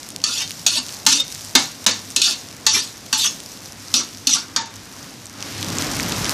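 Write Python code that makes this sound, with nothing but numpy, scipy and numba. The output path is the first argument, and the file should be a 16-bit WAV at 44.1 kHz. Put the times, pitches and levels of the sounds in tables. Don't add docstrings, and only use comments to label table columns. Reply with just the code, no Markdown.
import sys
import numpy as np
from scipy import signal
from scipy.fft import rfft, irfft
from scipy.io import wavfile
from scipy.ndimage import uniform_filter1d
from numba import njit

SR = 44100
rng = np.random.default_rng(int(sys.argv[2]) if len(sys.argv) > 2 else 0)


def output_pcm(signal):
    pcm = np.clip(np.atleast_2d(signal).T, -1, 1) * 32767
    wavfile.write(sys.argv[1], SR, np.round(pcm).astype(np.int16))


def makeup_ratio(level_db):
    decades = np.asarray(level_db, float) / 20
    return 10 ** decades


N = 279153

# [t/s, peak level/dB, thud 150-600 Hz level/dB, body 0.7-2.4 kHz level/dB, body note f/Hz]
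BLOWS = [(0.2385, 0, -39, -18, 1280), (0.6637, 2, -31, -20, 1470), (1.064, 4, -26, -17, 1480),
         (1.5516, 5, -23, -7.5, 2080), (1.8632, 4.5, -18, -10.5, 1900), (2.1616, -1, -25, -19.5, 1380),
         (2.2164, -1, -41, -26, 1330), (2.6646, 3, -46, -13, 858), (3.1271, -2.5, -29, -14, 870),
         (3.9394, 0, -21, -17.5, 1330), (4.2697, 0.5, -21, -19.5, 1980), (4.2914, -9, -30, -22, 1990),
         (4.5615, -2, -18, -3.5, 922)]
SPLIT_HZ = 2500


def level(x, db):
    return x * makeup_ratio(db) / np.sqrt(np.mean(x ** 2))


def on_log(table, hz):
    points = np.array(table, float)
    return np.interp(np.log(hz), np.log(points[:, 0]), points[:, 1])


def band(x, lo_hz, hi_hz):
    sos = signal.butter(2, [lo_hz, min(hi_hz, .45 * SR)], "band", fs=SR, output="sos")
    return signal.sosfilt(sos, x)


def colour(x, table):
    hz = np.maximum(np.arange(N // 2 + 1) * SR / N, 1.)
    return level(irfft(rfft(x) * makeup_ratio(on_log(table, hz)), N), 0)


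def walk(rate, count=1):
    hold = int(SR / rate)
    held = np.repeat(rng.standard_normal((count, N // hold + 1)), hold, axis=1)
    return 0.77 * uniform_filter1d(held, hold, axis=1)[:, :N]


def fan(flicker_db):
    # [f/Hz, level/dB per Hz]
    air_colour = [(15, -52), (25, -20), (65, -8), (95, -16), (126, -4.5), (184, -5.5), (243, -4.5),
                  (275, -3.5), (387, -11.5), (849, -13.5), (1070, -13.5), (1710, -15.5), (4000, -20.5),
                  (5200, -24), (8800, -120)]
    air = rfft(colour(rng.standard_normal(N), air_colour))
    octave = np.log2(np.maximum(np.arange(len(air)) * SR / N, 1.) / 20)
    flickering = np.zeros(N)
    for k, flicker in enumerate(walk(8, count=10)):
        share = np.clip(1 - np.abs(octave - k), 0, 1)
        flickering += irfft(air * share, N) * makeup_ratio(flicker_db * flicker)
    hum_hz, hum_width_hz, hum_db = 100.9, 9.5, -8.5
    hum = band(rng.standard_normal(N), hum_hz - hum_width_hz / 2, hum_hz + hum_width_hz / 2)
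    return level(flickering, 0) + level(hum, hum_db)


def sizzle(top_db, grain_db, grains_per_s, crackle_db):
    # [f/Hz, level/dB per Hz]
    fry_colour = [(880, -32), (1500, -9.5), (3370, -3.5), (3670, -1.5), (4050, 0), (5720, 5.5), (9180, -5),
                  (14000, -14), (15000, -18.5)]
    size = np.minimum(rng.exponential(size=N), 4)
    grains = (rng.random(N) < grains_per_s / SR) * makeup_ratio(grain_db * size)
    puffs = signal.lfilter([1], [1, -.95], grains) * rng.standard_normal(N)
    hiss = rng.standard_normal(N) * makeup_ratio(3.1 * walk(14)[0])
    fizz = colour(level(hiss, 0) + level(puffs, crackle_db), fry_colour)
    return fizz + (makeup_ratio(top_db) - 1) * band(fizz, 10600, 22300)


def frying():
    # [t/s, level/dB]
    heat = [(0.0, -36.5), (0.2, -42), (0.45, -37), (1.0, -37), (1.3, -34), (1.55, -36.5), (2.1, -37.5),
            (2.5, -40), (3.0, -39), (3.45, -39), (3.85, -38), (4.2, -41), (4.7, -42.5), (5.3, -42),
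            (5.8, -43.5), (6.33, -42)]
    return makeup_ratio(np.interp(np.arange(N) / SR, *np.transpose(heat)))


def spits(cycles, top_s):
    # [t/s, peak level/dB, centre f/Hz]
    droplets = [(0.031, -15.5, 5460), (0.089, -16, 6000), (0.104, -15, 5940), (0.1623, -6.5, 5970),
                (0.2024, -25, 3040), (0.2174, -22, 4500), (0.4773, -14.5, 4980), (0.5078, -11, 4970),
                (0.5172, -12, 5900), (0.596, -19.5, 5700), (0.8922, -15.5, 4650), (0.9248, -17.5, 5850),
                (1.3028, -18, 6440), (1.3554, -19, 4660), (1.4484, -17, 5700), (2.1041, -15, 5840),
                (2.4628, -29, 4930), (3.4028, -16, 5900), (5.257, -19, 5840), (5.426, -15, 4250),
                (5.6284, -18.5, 5940), (5.7567, -31, 5680), (5.7851, -18, 5200), (5.8135, -28, 5900),
                (5.8227, -21, 5900), (5.9987, -23, 3660), (6.1226, -20, 4900), (6.2551, -21.5, 4570),
                (6.264, -27, 4970), (6.2946, -19, 5270)]
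    out, t = np.zeros(N + 400), np.arange(400) / SR
    noises = rng.standard_normal((len(droplets), 2, 400))
    for (s, peak_db, hz), noise in zip(droplets, noises):
        pop = band(noise[0] * np.exp(-t * hz / cycles), 0.5 * hz, 1.47 * hz)
        top_db = -14 - 6 * noise[1, -1]
        crack = band(noise[1] * np.exp(-t / top_s), 5400, 11700)
        burst = pop / np.abs(pop).max() + makeup_ratio(top_db) * crack / np.abs(crack).max()
        start = int(s * SR)
        out[start:start + 400] += makeup_ratio(peak_db) * burst
    return out[:N]


def pan_modes(count, strong_db):
    # [f/Hz, level/dB]
    strongest = [(258.4, -45), (872.1, -43), (979.8, -44), (2191, -47), (2772, -42), (3208, -41),
                 (3661, -43), (3747, -42), (4339, -42), (4495, -38), (4657, -41), (5292, -42), (5572, -43),
                 (5809, -40), (6352, -40), (6503, -41)]
    # [f/Hz, level/dB]
    thicket = [(1410, -42), (2400, -9), (2760, -6), (3060, -10.5), (4110, -0.5), (4490, 0), (5530, -1),
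               (6080, 2.5), (7700, -13), (14000, -42.5)]
    # [f/Hz, T60/s]
    decay = [(200, .2), (900, .18), (1300, .14), (2900, .12), (4000, .07), (13000, .04)]
    strong_hz = np.transpose(strongest)[0]
    dense_hz = np.concatenate((np.geomspace(215, 2380, count // 3), np.linspace(2550, 14000, count)))
    dense_hz = dense_hz * (1 + 0.0076 * rng.standard_normal(len(dense_hz)))
    hz = np.concatenate((strong_hz, dense_hz))
    lift_db = np.concatenate((np.full(len(strong_hz), strong_db), np.zeros(len(dense_hz))))
    db = lift_db + on_log(thicket, np.maximum(hz, 2700))
    t60 = on_log(decay, hz) * np.exp(.2 * rng.standard_normal(len(hz)))
    return hz, db, t60


@njit
def ring(force, hz, t60, coupling):
    out = np.zeros(len(force))
    for m in range(len(hz)):
        p = np.exp(2j * np.pi * hz[m] / SR - np.log(1000) / (t60[m] * SR))
        z = 1e-18 + 0j
        for i in range(len(force)):
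            z = z * p + force[i] * coupling[m, i >> 6] + 1e-18
            out[i] += z.imag
    return out


def radiate(force, hz, t60, mix):
    low = hz < SPLIT_HZ
    bright = ring(force, hz[~low], t60[~low], mix[~low])
    bright = signal.sosfilt(signal.butter(8, SPLIT_HZ, "high", fs=SR, output="sos"), bright)
    sign = np.where(hz[low] < 1100, (-1.) ** np.arange(low.sum()), 1)
    body = band(ring(force, hz[low], t60[low], mix[low] * sign[:, None]), 223, 6800)
    return bright + body, np.abs(bright)


def blows(modes, chatter_s, note_db):
    hz, db, t60 = modes
    out, length = np.zeros(N + SR), SR // 3
    t = np.arange(length) / SR
    edge_db = -17.5
    for s, peak_db, thud_db, body_db, note_hz in BLOWS:
        tilt = [(300, thud_db + 23.5), (450, thud_db + 13), (720, thud_db + 9.5),
                (800, body_db + 6), (1400, body_db + 11.5), (2300, body_db + 10),
                (2520, 0.04), (6800, 0.045), (8000, edge_db + 12.5)]
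        note = np.exp(-(np.log(hz / note_hz) / .05) ** 2) * min(1100 / note_hz, 1) ** 1.5
        spot_db = 1.5 * rng.standard_normal(len(hz)) * (1 - note)
        mix = makeup_ratio(db + on_log(tilt, hz) + note_db * note + spot_db)
        mix = np.repeat(mix[:, None], length // 64 + 1, axis=1)
        roam = np.repeat(rng.standard_normal((len(hz), 30)), 8, axis=1)[:, :mix.shape[1]]
        roam_db = 3 * roam + 7 * uniform_filter1d(roam, 7, axis=0)
        mix = mix * makeup_ratio(roam_db * (1 - note)[:, None])
        shake = np.exp(-t / chatter_s) + makeup_ratio(-13.5) * np.exp(-t / 0.043)
        force = rng.standard_normal(length) * shake * np.clip(t / 0.0017, 0, 1)
        clang, size = radiate(force, hz, t60 * (0.54 + 0.64 * note), mix)
        start = int(s * SR)
        out[start:start + length] += clang * makeup_ratio(peak_db) / size.max()
    return out[:N]


def strokes(modes, slip_db, focus_db, judder_db):
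    # [lift t/s, pressure at the lift level/dB, fade/dB per s, body 0.7-2.4 kHz level/dB, brightest ringing f/Hz]
    scrapes = [
        (0.413, -21, 450, -19.5, 5250),
        (0.786, -20.5, 902, -20.5, 4370),
        (1.202, -16, 903, -15, 4700),
        (2.278, -15.5, 257, -16.5, 4820),
        (2.766, -15.5, 210, -18.5, 5250),
        (3.26, -16, 412, -21, 6350),
        (3.989, -17, 445, -13, 5500),
        (4.348, -17, 242, -12.5, 5750),
    ]
    swell_db_per_s, touch_s, fade_out_db = 56, 0.022, 40
    lift_body_db, lift_s, dulling_per_s = 6.5, .04, 1.2
    hz, db, t60 = modes
    out = np.zeros(N + SR)
    for lift_at_s, press_db, fade_db_s, rasp_body_db, bright_hz in scrapes:
        touch_at_s = max(blow[0] for blow in BLOWS if blow[0] < lift_at_s)
        t = touch_at_s + np.arange(SR // 2) / SR
        t = t[t < lift_at_s + fade_out_db / fade_db_s + .12]
        count = len(t)
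        lifted = t - lift_at_s
        swell_db = np.minimum(swell_db_per_s * lifted, -fade_db_s * lifted)
        press = np.clip((t - t[0]) / touch_s, 0, 1) * makeup_ratio(press_db + swell_db)
        press = press * makeup_ratio(judder_db * walk(53.7)[0, :count])
        uneven_db = slip_db * rng.exponential(size=count) + 1.5 * walk(160)[0, :count]
        slips = rng.standard_normal(count) * makeup_ratio(uneven_db)
        steps = lifted[::64]
        spots = np.repeat(rng.standard_normal((len(hz), 24)), 16, axis=1)
        spots = uniform_filter1d(spots, 12, axis=1)[:, :len(steps)]
        wander_db = 5.5 * spots + 18 * uniform_filter1d(spots, 9, axis=0)
        detune = np.log(hz[:, None] / bright_hz) + dulling_per_s * np.maximum(steps, 0)
        focus = np.exp(-(detune / 0.097) ** 2)
        body_db = rasp_body_db + lift_body_db * min(fade_db_s / 900, 1) * np.clip(1 + steps / lift_s, 0, 1)
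        body_tilt_db = on_log([(300, 8), (420, 2.5), (720, -1), (830, 0.5), (2000, 13.5)], hz)[:, None]
        low_db = (hz[:, None] < SPLIT_HZ) * (body_db + body_tilt_db)
        grit_db = on_log([(6500, 0.5), (8000, 6.5), (12000, 10)], hz)[:, None]
        mix = makeup_ratio(db[:, None] + wander_db + focus_db * focus + low_db + grit_db)
        mix = mix / np.sqrt(np.sum(mix ** 2 * t60[:, None], axis=0))
        rasp, size = radiate(slips * press, hz, .55 * t60, mix)
        start = int(t[0] * SR)
        out[start:start + count] += rasp * np.sqrt(np.sum(press ** 2) / np.sum(size ** 2))
    return out[:N]


def kitchen(x):
    t60_s, tail_db = 0.23, -11
    t = np.arange(SR // 2) / SR
    tail = rng.standard_normal(len(t)) * np.exp(-np.log(1000) * t / t60_s) * np.clip(t / 0.0012, 0, 1)
    tail = band(tail, 168, 7340)
    return signal.fftconvolve(x, tail * makeup_ratio(tail_db) / np.sqrt(np.sum(tail ** 2)))[:N]


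def gain_control():
    wait_s, rise_s, open_db = 0.71, 0.22, 15.5
    dropout_s, dropout_length_s, dropout_db = 1.8585, .004, -30
    t = np.arange(N) / SR
    quiet = np.maximum(t - BLOWS[-1][0] - wait_s, 0) / rise_s
    opening = 1 - np.exp(-quiet ** 1.48 / 1.45)
    dropout = np.clip(1 - ((t - dropout_s) / dropout_length_s) ** 2, 0, 1)
    return makeup_ratio(open_db * opening + dropout_db * dropout)


def drop_weak_bands(x, under_db, loud_share, scatter_db):
    hz, _, frames = signal.stft(x, SR, nperseg=2048)
    edges = np.append(np.geomspace(16, 200, 22), np.arange(200, 740, 20))
    edges = np.unique(np.round(edges).astype(int))
    widths = np.diff(np.append(edges, len(hz)))
    power = np.add.reduceat(np.abs(frames) ** 2, edges, axis=0) / widths[:, None]
    band_db = 10 * np.log10(power + 1e-14)
    top_db = band_db.max(axis=0)
    limit_db = on_log(under_db, hz[edges])[:, None] + top_db + loud_share * (top_db - np.median(top_db))
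    scatter = np.repeat(rng.standard_normal(band_db.shape), 3, axis=1)[:, :len(top_db)]
    short_db = limit_db - band_db + scatter_db * scatter
    attack = top_db - np.roll(top_db, 1) > 9
    keep = makeup_ratio(-35 * np.clip(short_db, 0, 1) * ~attack)
    frames[edges[0]:] *= np.repeat(keep, widths, axis=0)
    return signal.istft(frames, SR, nperseg=2048)[1][:N]


def stereo_parting(mid):
    # [t/s, length/s, difference under the sound level/dB]
    moments = [
        (0.317, 0.033, -27),
        (1.55, 0.064, -10),
        (2.165, 0.047, -14),
        (2.369, 0.028, -14),
        (2.502, 0.056, -12),
        (2.661, 0.038, -9.5),
        (3.338, 0.038, -15),
        (4.544, 0.066, -15),
    ]
    t = np.arange(N) / SR
    apart = np.zeros(N)
    for s, length_s, db in moments:
        apart += makeup_ratio(db) * np.sin(np.pi * np.clip((t - s) / length_s, 0, 1))
    return apart * walk(550)[0] * mid


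def scene():
    bed = makeup_ratio(-41.5) * fan(flicker_db=2.47)
    bed = bed + frying() * sizzle(top_db=4.5, grain_db=5.0, grains_per_s=480, crackle_db=-1.5)
    oil = spits(cycles=1.9, top_s=0.00068)
    modes = pan_modes(count=200, strong_db=3.5)
    steel = blows(modes, chatter_s=0.0037, note_db=14)
    steel = steel + strokes(modes, slip_db=2.0, focus_db=4.0, judder_db=3.5)
    return np.tile(steel + oil + kitchen(steel) + bed, (2, 1))


def top_cut(x):
    return signal.sosfilt(signal.butter(12, 15760, fs=SR, output="sos"), x)


def record(dry):
    top_hz, clip = 14700, .93
    clipped = np.clip(dry[0] * gain_control(), -clip, clip)
    cut = signal.sosfilt(signal.ellip(8, .2, 30, top_hz, fs=SR, output="sos"), clipped)
    cut = signal.sosfilt(signal.butter(2, 45, "high", fs=SR, output="sos"), cut)
    # [f/Hz, gate under the strongest band level/dB]
    under_db = [(400, -23.5), (800, -27.5), (2000, -33.5), (9000, -27.5), (11000, -28.0), (14000, -24)]
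    mid = drop_weak_bands(cut, under_db, loud_share=0.288, scatter_db=4.5)
    side = stereo_parting(mid)
    return top_cut(np.array([mid + side, mid - side]))


dry = scene()
out = record(dry)
output_pcm(out)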